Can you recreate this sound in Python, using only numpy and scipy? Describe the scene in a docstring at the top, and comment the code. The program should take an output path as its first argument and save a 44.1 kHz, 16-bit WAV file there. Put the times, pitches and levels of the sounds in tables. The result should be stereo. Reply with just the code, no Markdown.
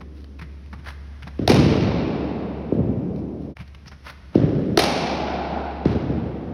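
"""Cricket nets in an echoing hall

Two deliveries in a big sports hall, joined by a quick fade: a willow bat cracks as ringing blade modes
and clicks; feet and ball thud on a sprung floor that spreads each blow out by pitch, and low booms follow.
Shoes tap and scuff as gritty noise bursts; after the second shot the side net's runners whirr.
Decaying stereo noise makes the hall's slaps and long ring; a wavering hum and a rush of air lie beneath."""
import sys
import numpy as np
from scipy import signal
from scipy.fft import rfft, irfft, next_fast_len
from scipy.io import wavfile
from scipy.ndimage import uniform_filter1d, minimum_filter1d, map_coordinates

SR = 44100
rng = np.random.default_rng(int(sys.argv[2]) if len(sys.argv) > 2 else 0)


def digitize_waveform(pressure):
    """Quantize a signal to 16-bit integers and store it at the path in sys.argv[1].

    Rows of a 2-D input are taken as channels; values are limited to [-1, 1].
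    """
    field = np.atleast_2d(pressure).T
    bounded = np.clip(field, -1, 1)
    quanta = np.round(bounded * 32767).astype(np.int16)
    wavfile.write(sys.argv[1], SR, quanta)


N = 287973
TIME = np.arange(N) / SR
SPLICE_S = 3.548  # the first delivery gives way to the second
CONTACT_S = .0002  # the ball flattens against blade or floor

# bat on ball: (time [s], blade level [dB], crack level [dB], signed distance from the sweet spot,
# echo level [dB], hollow ring in the echo [dB], echo tilt [dB per octave], end wall's delay [s],
# level of the clean returns [dB])
STROKES = [(1.4767, -4.2, -14.5, 1.3, -21.6, 1.5, -1.6, .0195, -2),
           (4.7741, -1.5, -12, 0, -20, 6.5, -.3, .0166, .5)]


def stroke(blade_db, crack_db, off_centre, echo_db, hollow_db, tilt, wall_s, mirror_db,
           snap_db=8, snap_tilt=1.3, splinter_db=-2, splinter_t60=.011):
    """A hard crack and the short ring of the blade's bending modes, doubled by the floor and the hall."""
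    # bending modes: (pitch [Hz], level [dB], t60 [s], rise [s], gain per unit off the sweet spot [dB])
    modes = [(362, 12, .024, .0045, -5), (700, 2, .022, .002, 3), (1000, -7, .018, .0006, -2),
             (1290, -5.5, .018, .0007, -7), (2150, -14, .01, .0003, -2), (2750, -10, .009, .0003, 0),
             (3770, -10, .01, .0003, 7), (4350, -1, .008, .0005, 2), (4900, -9, .01, .0003, 3),
             (5710, -7, .01, .0003, -6), (6200, -18, .01, .0003, 3)]
    # spectrum of the crack: (frequency [Hz], level [dB per Hz])
    crack_spectrum = [(200, -18), (800, -4), (2500, -5), (4400, 0), (6000, -3), (8000, -12), (12000, -12),
                      (16000, -17)]
    # spectrum of the bat's echo: (frequency [Hz], level [dB per Hz])
    bat_echo = [(60, -30), (115, -25), (170, -6), (350, 0), (750, 0), (1050, -3), (1300, -7.5), (1700, -9),
                (2400, -5.5), (3100, -10), (4200, -7), (5600, -9.5), (7500, -16), (11000, -20),
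                (15000, -29)]
    # clean returns: (time after the end wall's delay [s], blade level [dB], crack level [dB])
    mirrors = [(0, -12, -3), (.0025, -11, -1), (.0042, -14, -2), (.0066, -16, -3), (.0105, -20, -7),
               (.0482, -15, -4)]
    floor_s, floor_db = .0027, -4  # the crack's bounce off the floor

    t = np.arange(SR // 10) / SR
    blade = np.zeros(len(t))
    for hz, db, t60, rise, shift_db in modes:
        envelope = decay(t, t60) * (1 - np.exp(-(t / rise) ** 2))
        blade += amp(db + off_centre * shift_db) * np.sin(2 * np.pi * hz * t) * envelope

    splinter_envelope = decay(t, splinter_t60) * (1 - np.exp(-t / CONTACT_S))
    splinters = amp(splinter_db) * splinter_envelope * noise(len(t), colour(crack_spectrum))
    click = amp(snap_db) * snap(len(t), colour(crack_spectrum, snap_tilt))
    crack = amp(crack_db) * (click + splinters)

    hollow = resonant(colour(bat_echo, tilt), 750, hollow_db)
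    out = amp(echo_db) * echo(lambda hz: hollow(hz) * uneven(hz),
                              slap_db=0, early_db=1.5, early_t60=.55, wall_s=wall_s)
    add(out, 0, amp(blade_db) * blade + crack)
    add(out, floor_s, amp(floor_db) * crack)
    for delay, ring_db, click_db in mirrors:
        bounce = amp(blade_db + ring_db) * blade + amp(click_db) * crack
        add(out, wall_s + delay, amp(mirror_db) * bounce)
    return out


def thud(knock_db, echo_db, tilt, knock_hz, boom_db, sole_db, spread=.19):
    """Bending waves in a sprung floor run faster at high pitch, so the boom arrives ms after the knock."""
    # spectrum of the knock: (frequency [Hz], level [dB per Hz])
    knock_spectrum = [(30, -35), (70, -5), (140, -1), (330, 0), (550, -8), (850, -24), (1500, -44),
                      (4000, -75), (15000, -120)]
    # spectrum of the boom in the hall: (frequency [Hz], level [dB per Hz])
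    boom_spectrum = [(30, -42), (55, -12), (85, 1), (115, 2.5), (150, 1), (280, -1.7), (420, -7),
                     (600, -13), (850, -29), (1300, -44), (2400, -57), (9000, -92)]
    # spectrum of the sole's slap: (frequency [Hz], level [dB per Hz])
    slap_spectrum = [(200, -10), (550, -2), (900, 0), (1400, -1), (2200, -6), (3200, -9.5), (5500, -16),
                     (8000, -32), (11000, -39), (15000, -57)]
    boom_hz, knock_lift_db = 95, 6  # the floor's deep boom; the resonance lifted in each knock
    far_wall_s, far_wall_db = .062, -14  # the far wall returns each thud
    slap_trim_db, echo_slap_db = 1, 2  # added to the sole's level nearby and in the echo
    slap_rise_s = .0025  # the soft rubber takes this long to flatten

    n = SR // 4
    hz, t = np.fft.rfftfreq(n, 1 / SR), np.arange(n) / SR
    boards = resonant(colour(knock_spectrum, tilt), knock_hz, knock_lift_db, width=.3)
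    # the delay shrinks with the root of the frequency
    dispersion = np.exp(-2j * np.pi * (2 * spread * np.sqrt(hz) - .003 * hz))
    knock = irfft(boards(hz) * dispersion, n)
    attack = 1 - np.exp(-(t / CONTACT_S) ** 2)
    fade_out = np.minimum(1, 2 * (1 - t / t[-1])) ** 2
    knock *= attack * fade_out / np.abs(knock).max()

    slap_envelope = t / slap_rise_s * np.exp(1 - t / slap_rise_s)
    slap = amp(sole_db + slap_trim_db) * noise(n, colour(slap_spectrum)) * slap_envelope

    deep = resonant(colour(boom_spectrum, tilt), boom_hz, boom_db, width=.35)

    def boom_and_slap(f):
        return np.hypot(deep(f), amp(sole_db + echo_slap_db) * colour(slap_spectrum)(f))
    out = amp(echo_db) * echo(boom_and_slap, slap_db=-12, early_db=1.5, early_t60=1.2)
    add(out, 0, amp(knock_db) * (knock + slap))
    add(out, far_wall_s, amp(knock_db + far_wall_db) * (knock + slap))
    return out


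def blows():
    """Strokes, thuds and low booms with their echoes; the first delivery's echo ends at the splice."""
    # thuds on the floor, and low booms that follow some of them as probable returns off the walls;
    # the first is only a fading echo: (time [s], knock level [dB], echo level [dB],
    # tilt [dB per octave], knock pitch [Hz], lift of the deep boom [dB],
    # sole's slap before its trims [dB])
    thuds = [(-1.2, -12, -28.5, -2.6, 300, -3, -66), (1.389, -13, -25, -2.3, 300, 3, -30),
             (1.496, -3.5, -16.2, -.5, 380, 0, -58), (1.585, -9, -30, -3, 100, 0, -60),
             (1.657, -7, -29, -2, 170, 0, -60), (1.828, -13, -36, -2, 200, 0, -60),
             (2.7192, -8, -22.8, -1, 420, -1, -66), (2.797, -12, -34, -2, 160, 0, -60),
             (4.3513, -2, -19.7, 0, 330, -3, -32), (4.431, -9.5, -28, -3, 140, -2, -50),
             (5.8525, -5.5, -23.3, -.1, 300, 1, -25), (5.953, -13, -30, -2, 140, 2, -55),
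             (6.095, -15, -35, -2, 180, -4, -55)]
    first, second = np.zeros((2, 2, N))
    for source, rows in (stroke, STROKES), (thud, thuds):
        for s, *blow in rows:
            add(first if s < SPLICE_S else second, s, source(*blow))
    return np.where(TIME < SPLICE_S, first, second)


def shoes(grit_db=2.2, slip_db=2.8, clap_db=7, wet_db=-11.5):
    """Rubber soles tap and slide in gritty slips; the runner's weight lands just after each tap."""
    # steps, heel and toe: (time [s], tap level [dB], footfall level [dB], clap pitch [Hz], t60 [s])
    steps = [(.006, -37, -39, 850, .07), (.388, -41, -46, 2300, .1), (.414, -35.5, -30, 2000, .1),
             (.728, -34.5, -35, 1100, .075), (.787, -49, -38, 2600, .085), (.862, -35, -48, 1400, .1),
             (1.222, -37, -34, 1700, .06), (1.268, -34, -31, 900, .09), (3.583, -40.5, -40, 1000, .06),
             (3.601, -41, -31, 1200, .085), (3.859, -49, -36, 1000, .06), (3.915, -39, -42, 1700, .085),
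             (4.064, -32.5, -52, 1300, .075), (4.328, -41, -45, 900, .085), (4.343, -36, -33, 1200, .085)]
    # sliding soles and brushing cloth: (middle [s], level [dB], pitch [Hz], squeak at that pitch [dB],
    # tilt [dB per octave], half length [s])
    scuffs = [(.185, -58, 4200, 3, 3, .04), (.888, -39.5, 1600, 5.5, 1, .033),
              (2.745, -59, 4200, 3, 2, .025), (3.19, -60, 5200, 5, 2, .028), (3.44, -61, 3000, 3, 1.5, .03),
              (3.608, -47, 2700, 5, 1.3, .02), (3.881, -46.5, 5400, 17, 1, .012),
              (4.084, -40.5, 1400, 4, 1.4, .033), (5.924, -42.5, 4300, 10, -1.2, .011)]
    # small ticks of pads, gloves and laces: (time [s], level [dB], pitch [Hz])
    ticks = [(.243, -49, 4000), (.423, -40, 2400), (.661, -48, 2400), (.732, -39, 1900), (1.231, -39, 2600),
             (1.277, -36, 2300), (3.161, -53, 4200), (3.568, -38, 2300), (3.677, -47.5, 4300),
             (3.747, -42, 2900), (3.859, -44, 2000), (4.082, -39, 2700), (5.882, -44, 3600)]
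    # spectrum of a sole: (frequency [Hz], level [dB per Hz])
    sole = [(200, -12), (550, -2.5), (900, .5), (1400, 0), (2200, -2.5), (3200, -8), (5500, -12.5),
            (7200, -25), (12500, -25), (15500, -29)]
    # spectrum of the landing weight: (frequency [Hz], level [dB per Hz])
    footfall = [(40, -25), (90, -6), (135, 0), (190, -9), (300, -28), (1000, -55), (4000, -85)]
    tap_rise_s, weight_s = .0018, .011  # a tap's attack; the weight peaks this long after it
    tick_t60_s = .035
    grains_per_s, grain_share = 1400, .35  # grit under the soles, and its share of their power
    # tilt is zero at the neutral pitch; brighten is dB per octave for each octave above it
    neutral_hz, brighten = 2100, 1.6

    dry, t = np.zeros(N), np.arange(SR // 6) / SR

    def rubber(hz, tilt, lift_db, rough_db):
        """Smooth friction noise mixed with sparse grains, its level shaken at random."""
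        gain = resonant(colour(sole, tilt), hz, lift_db)
        hits = rng.random(len(t)) < grains_per_s / SR
        grains = unit(filtered(rng.standard_normal(len(t)) * hits, gain))
        friction = noise(len(t), gain)
        mix = np.sqrt(1 - grain_share) * friction + np.sqrt(grain_share) * grains
        return mix * amp(rough_db * wobble(t, 250))

    def clap(hz):
        """A sole's texture, brighter the higher its pitch."""
        return rubber(hz, brighten * np.log2(hz / neutral_hz), clap_db, grit_db)

    weight = t / weight_s * np.exp(1 - t / weight_s)
    for s, tap_db, foot_db, hz, t60 in steps:
        tap = decay(t, t60) * (1 - np.exp(-t / tap_rise_s)) * clap(hz)
        landing = weight * noise(len(t), colour(footfall))
        add(dry, s, amp(tap_db) * tap + amp(foot_db) * landing)
    middle = t.mean()
    for s, db, hz, lift_db, tilt, half_s in scuffs:
        slide = np.exp(-((t - middle) / half_s) ** 2)
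        add(dry, s - middle, amp(db) * slide * rubber(hz, tilt, lift_db, slip_db))
    for s, db, hz in ticks:
        add(dry, s, amp(db) * decay(t, tick_t60_s) * clap(hz))

    hall = echo(np.ones_like, slap_db=-3, early_db=2, early_t60=.5)
    wet = signal.fftconvolve(dry[None], hall / np.linalg.norm(hall[0]), axes=1)[:, :N]
    return dry + amp(wet_db) * wet


def net(rattle_db=1.5):
    """The ball drags the side net, whose runners whirr along their wire as unevenly pulsing noise."""
    # the pull on the net: (time [s], level [dB])
    pull = [(4.9, -55), (5.02, -32.5), (5.32, -30), (5.7, -32.5), (6, -42), (6.5, -55)]
    # spectrum of the runners: (frequency [Hz], level [dB per Hz])
    runners = [(400, -40), (570, -14), (670, 0), (740, -3), (820, 0), (920, -9), (1200, -22), (1450, -13),
               (1750, -26), (4000, -48), (15000, -100)]
    level_db = np.interp(TIME, *np.transpose(pull), left=-120)
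    return amp(level_db + rattle_db * wobble(TIME, 25)) * diffuse(N, colour(runners))


def ventilation(drift_hz=.35, waver_db=.8):
    """A fan hum of wandering pitch and level in a soft rush of air that swells around each stroke."""
    # hum before its waver: (time [s], level [dB])
    hum_level = [(0, -39), (1.3, -37), (3.4, -40), (4.2, -47), (5.6, -32.5), (6.5, -40.5)]
    # spectrum of the rush of air: (frequency [Hz], level [dB per Hz])
    air = [(20, -18), (45, -5.5), (70, 0), (110, -6.5), (200, -12), (350, -20), (600, -24), (1400, -30),
           (2800, -34), (4000, -36), (5600, -36.5), (7500, -48), (11500, -50), (16000, -64)]
    hum_hz, air_db = 70.3, -50.5
    swell_db, swell_rise_s, swell_fall_s = 6, 1.45, .6  # peaks at the stroke

    phase = 2 * np.pi * np.cumsum(hum_hz + drift_hz * wobble(TIME, 5)) / SR
    level_db = np.interp(TIME, *np.transpose(hum_level)) + waver_db * wobble(TIME, 5)
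    hum = np.sqrt(2) * np.sin(phase) * amp(level_db)
    swell = sum(np.interp(TIME, [s - swell_rise_s, s, s + swell_fall_s], [0, 1, 0]) for s, *_ in STROKES)
    return hum + amp(air_db + swell_db * swell) * diffuse(N, colour(air))


def echo(gain, slap_db, early_db, early_t60, wall_s=.017, clump_db=1.9, merge_s=.6):
    """The hall's answer: wall slaps, a quick fall in the net lane, then a long tail that darkens."""
    # scattered slaps: (time after the end wall's delay [s], level over the tail [dB], t60 [s])
    walls = [(0, 7, .045), (.047, -3, .05)]
    # ring of the hall: (frequency [Hz], t60 [s])
    ring_times = [(70, 3.8), (100, 2.1), (122, 2.4), (170, 5), (260, 5.6), (420, 5.5), (700, 5), (1200, 4),
                  (2000, 3.15), (3200, 2.6), (5000, 1.9), (7000, 1.1), (9500, .76), (14000, .46)]
    build_up_db = -20  # the echo starts this low and grows until the end wall answers

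    n = 5 * SR // 2
    t = np.arange(n) / SR
    # slaps and lane are powers relative to the tail
    slaps = sum((amp(db + slap_db) * decay(t - wall_s - delay, t60)) ** 2 for delay, db, t60 in walls)
    lane = (amp(early_db) * decay(t, early_t60)) ** 2
    # nets and drapes scatter ever more until the end wall answers
    build_up = amp(build_up_db * np.maximum(0, 1 - t / wall_s))
    # reflections come in bunches, then merge
    clumps = amp(clump_db * wobble(t, 250) / (1 + t / merge_s))
    reflections = diffuse(n, gain, build_up * clumps * np.sqrt(1 + lane + slaps))
    hz, frames, z = signal.stft(reflections, SR, nperseg=2048)
    ringing = z * decay(frames, along(ring_times, hz)[:, None])
    return signal.istft(ringing, SR)[1][:, :n]


def uneven(hz):
    """Gain of scattered narrow peaks that make the echo's treble uneven."""
    # peaks: (centre [Hz], lift [dB])
    peaks = [(1322, 3.5), (2338, 4.5), (2640, 3.5), (2755, 3), (2900, 3), (3108, 3), (3670, 3.5), (4030, 2),
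             (4380, 2.5), (5190, 5.5), (5387, 3), (5790, 5)]
    peak_width_hz = 20
    return amp(sum(db / (1 + ((hz - centre) / peak_width_hz) ** 2) for centre, db in peaks))


def snap(n, gain):
    """A single sharp click of the given colour, its energy packed at the start, of peak 1."""
    cepstrum = irfft(np.log(gain(np.fft.rfftfreq(n, 1 / SR)) + 1e-6), n)
    # folding the cepstrum forward gives minimum phase
    fold = np.r_[1, np.full(n // 2 - 1, 2), np.zeros(n - n // 2)]
    click = irfft(np.exp(rfft(cepstrum * fold)), n)
    return click / np.abs(click).max()


def diffuse(n, gain, envelope=1):
    """Coloured stereo noise arriving from all sides, of rms 1 where the envelope is 1."""
    # stereo width: (frequency [Hz], side against mid [dB])
    side_level = [(60, -44), (95, -34), (160, -21), (450, -8), (750, -2.5), (1100, -2.5), (2000, -10.5),
                  (3300, -18), (4400, -6.5), (7400, -20), (15000, -14)]

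    def split(hz):
        side = amp(along(side_level, hz))
        return unit(gain(hz)) * np.array([np.ones_like(side), side]) / np.hypot(1, side)
    mid, side = filtered(envelope * rng.standard_normal((2, n)), split)
    return np.array([mid + side, mid - side])


def noise(n, gain):
    """Coloured noise of rms 1."""
    return unit(filtered(rng.standard_normal(n), gain))


def wobble(t, rate):
    """A smooth random curve, rate knots a second."""
    return map_coordinates(rng.standard_normal(2048), [t * rate], mode="mirror")


def resonant(gain, centre_hz, db, width=.2):
    """A gain curve lifted by db around one frequency; width is a share of that frequency."""
    return lambda hz: gain(hz) * amp(db / (1 + ((hz / centre_hz - 1) / width) ** 2))


def colour(points, tilt=0):
    """Gain against frequency for a spectrum tilted about 500 Hz."""
    return lambda hz: amp(along(points, hz) + tilt * np.log2((hz + 20) / 500))


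def along(points, hz):
    """(Hz, value) points read on a log axis."""
    f, v = np.transpose(points)
    return np.interp(np.log(hz + 1), np.log(f), v)


def decay(t, t60):
    """Silent before t = 0, then 60 dB down every t60."""
    return (t >= 0) * np.exp(-np.log(1000) * np.clip(t / t60, 0, 10))


def filtered(x, response):
    """x times a response of frequency."""
    n = x.shape[-1]
    m = next_fast_len(n + 4096, True)
    return irfft(rfft(x, m) * response(np.fft.rfftfreq(m, 1 / SR)), m)[..., :n]


def add(out, s, x):
    """Mix x into out from time s; what falls outside is cut."""
    i = round(s * SR)
    x = x[..., max(-i, 0):N - i]
    out[..., max(i, 0):max(i, 0) + x.shape[-1]] += x


def amp(db):
    """Decibels to gain."""
    return np.exp(np.asarray(db) * (np.log(10) / 20))


def unit(x):
    """Scale to rms 1."""
    return x / np.sqrt(np.mean(x ** 2) + 1e-20)


def scene():
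    """Everything in the hall, leaning a little to the right in the low mids."""
    # stereo lean: (frequency [Hz], left over right [dB])
    lean = [(90, 0), (250, -1.4), (500, -2.2), (1000, 0)]
    mix = blows() + ventilation() + shoes() + net()
    return filtered(mix, lambda hz: amp(along(lean, hz) * np.array([[.5], [-.5]])))


def record(dry):
    """The channels part in treble phase, a fast limiter holds peaks, and the level dips at the splice."""
    # phase between the channels: (frequency [Hz], lead of the left [radians])
    phase_lead = [(0, 0), (600, .1), (3300, .1), (5400, .6), (7400, 3.14), (10400, 6.28), (13700, 9.42),
                  (16500, 12.57)]
    low_cut_hz, top_hz = 33, 15700

    def part(hz):
        return np.exp(.5j * np.interp(hz, *np.transpose(phase_lead)) * np.array([[1], [-1]]))
    pair = filtered(dry, part)
    needed = np.minimum(1, .9 / (np.abs(pair).max(axis=0) + 1e-9))
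    limiter = uniform_filter1d(minimum_filter1d(needed, size=25), size=25)
    # 40 ms down, 20 ms up
    fade = np.minimum(1, np.abs(TIME - SPLICE_S) / np.where(TIME < SPLICE_S, .04, .02)) ** 1.5

    def band(hz):
        low_cut = 1 - 1 / (1 + (hz / low_cut_hz) ** 4)
        return low_cut / (1 + (hz / top_hz) ** 80)
    return filtered(pair * limiter * fade, band)


dry = scene()
out = record(dry)
digitize_waveform(out)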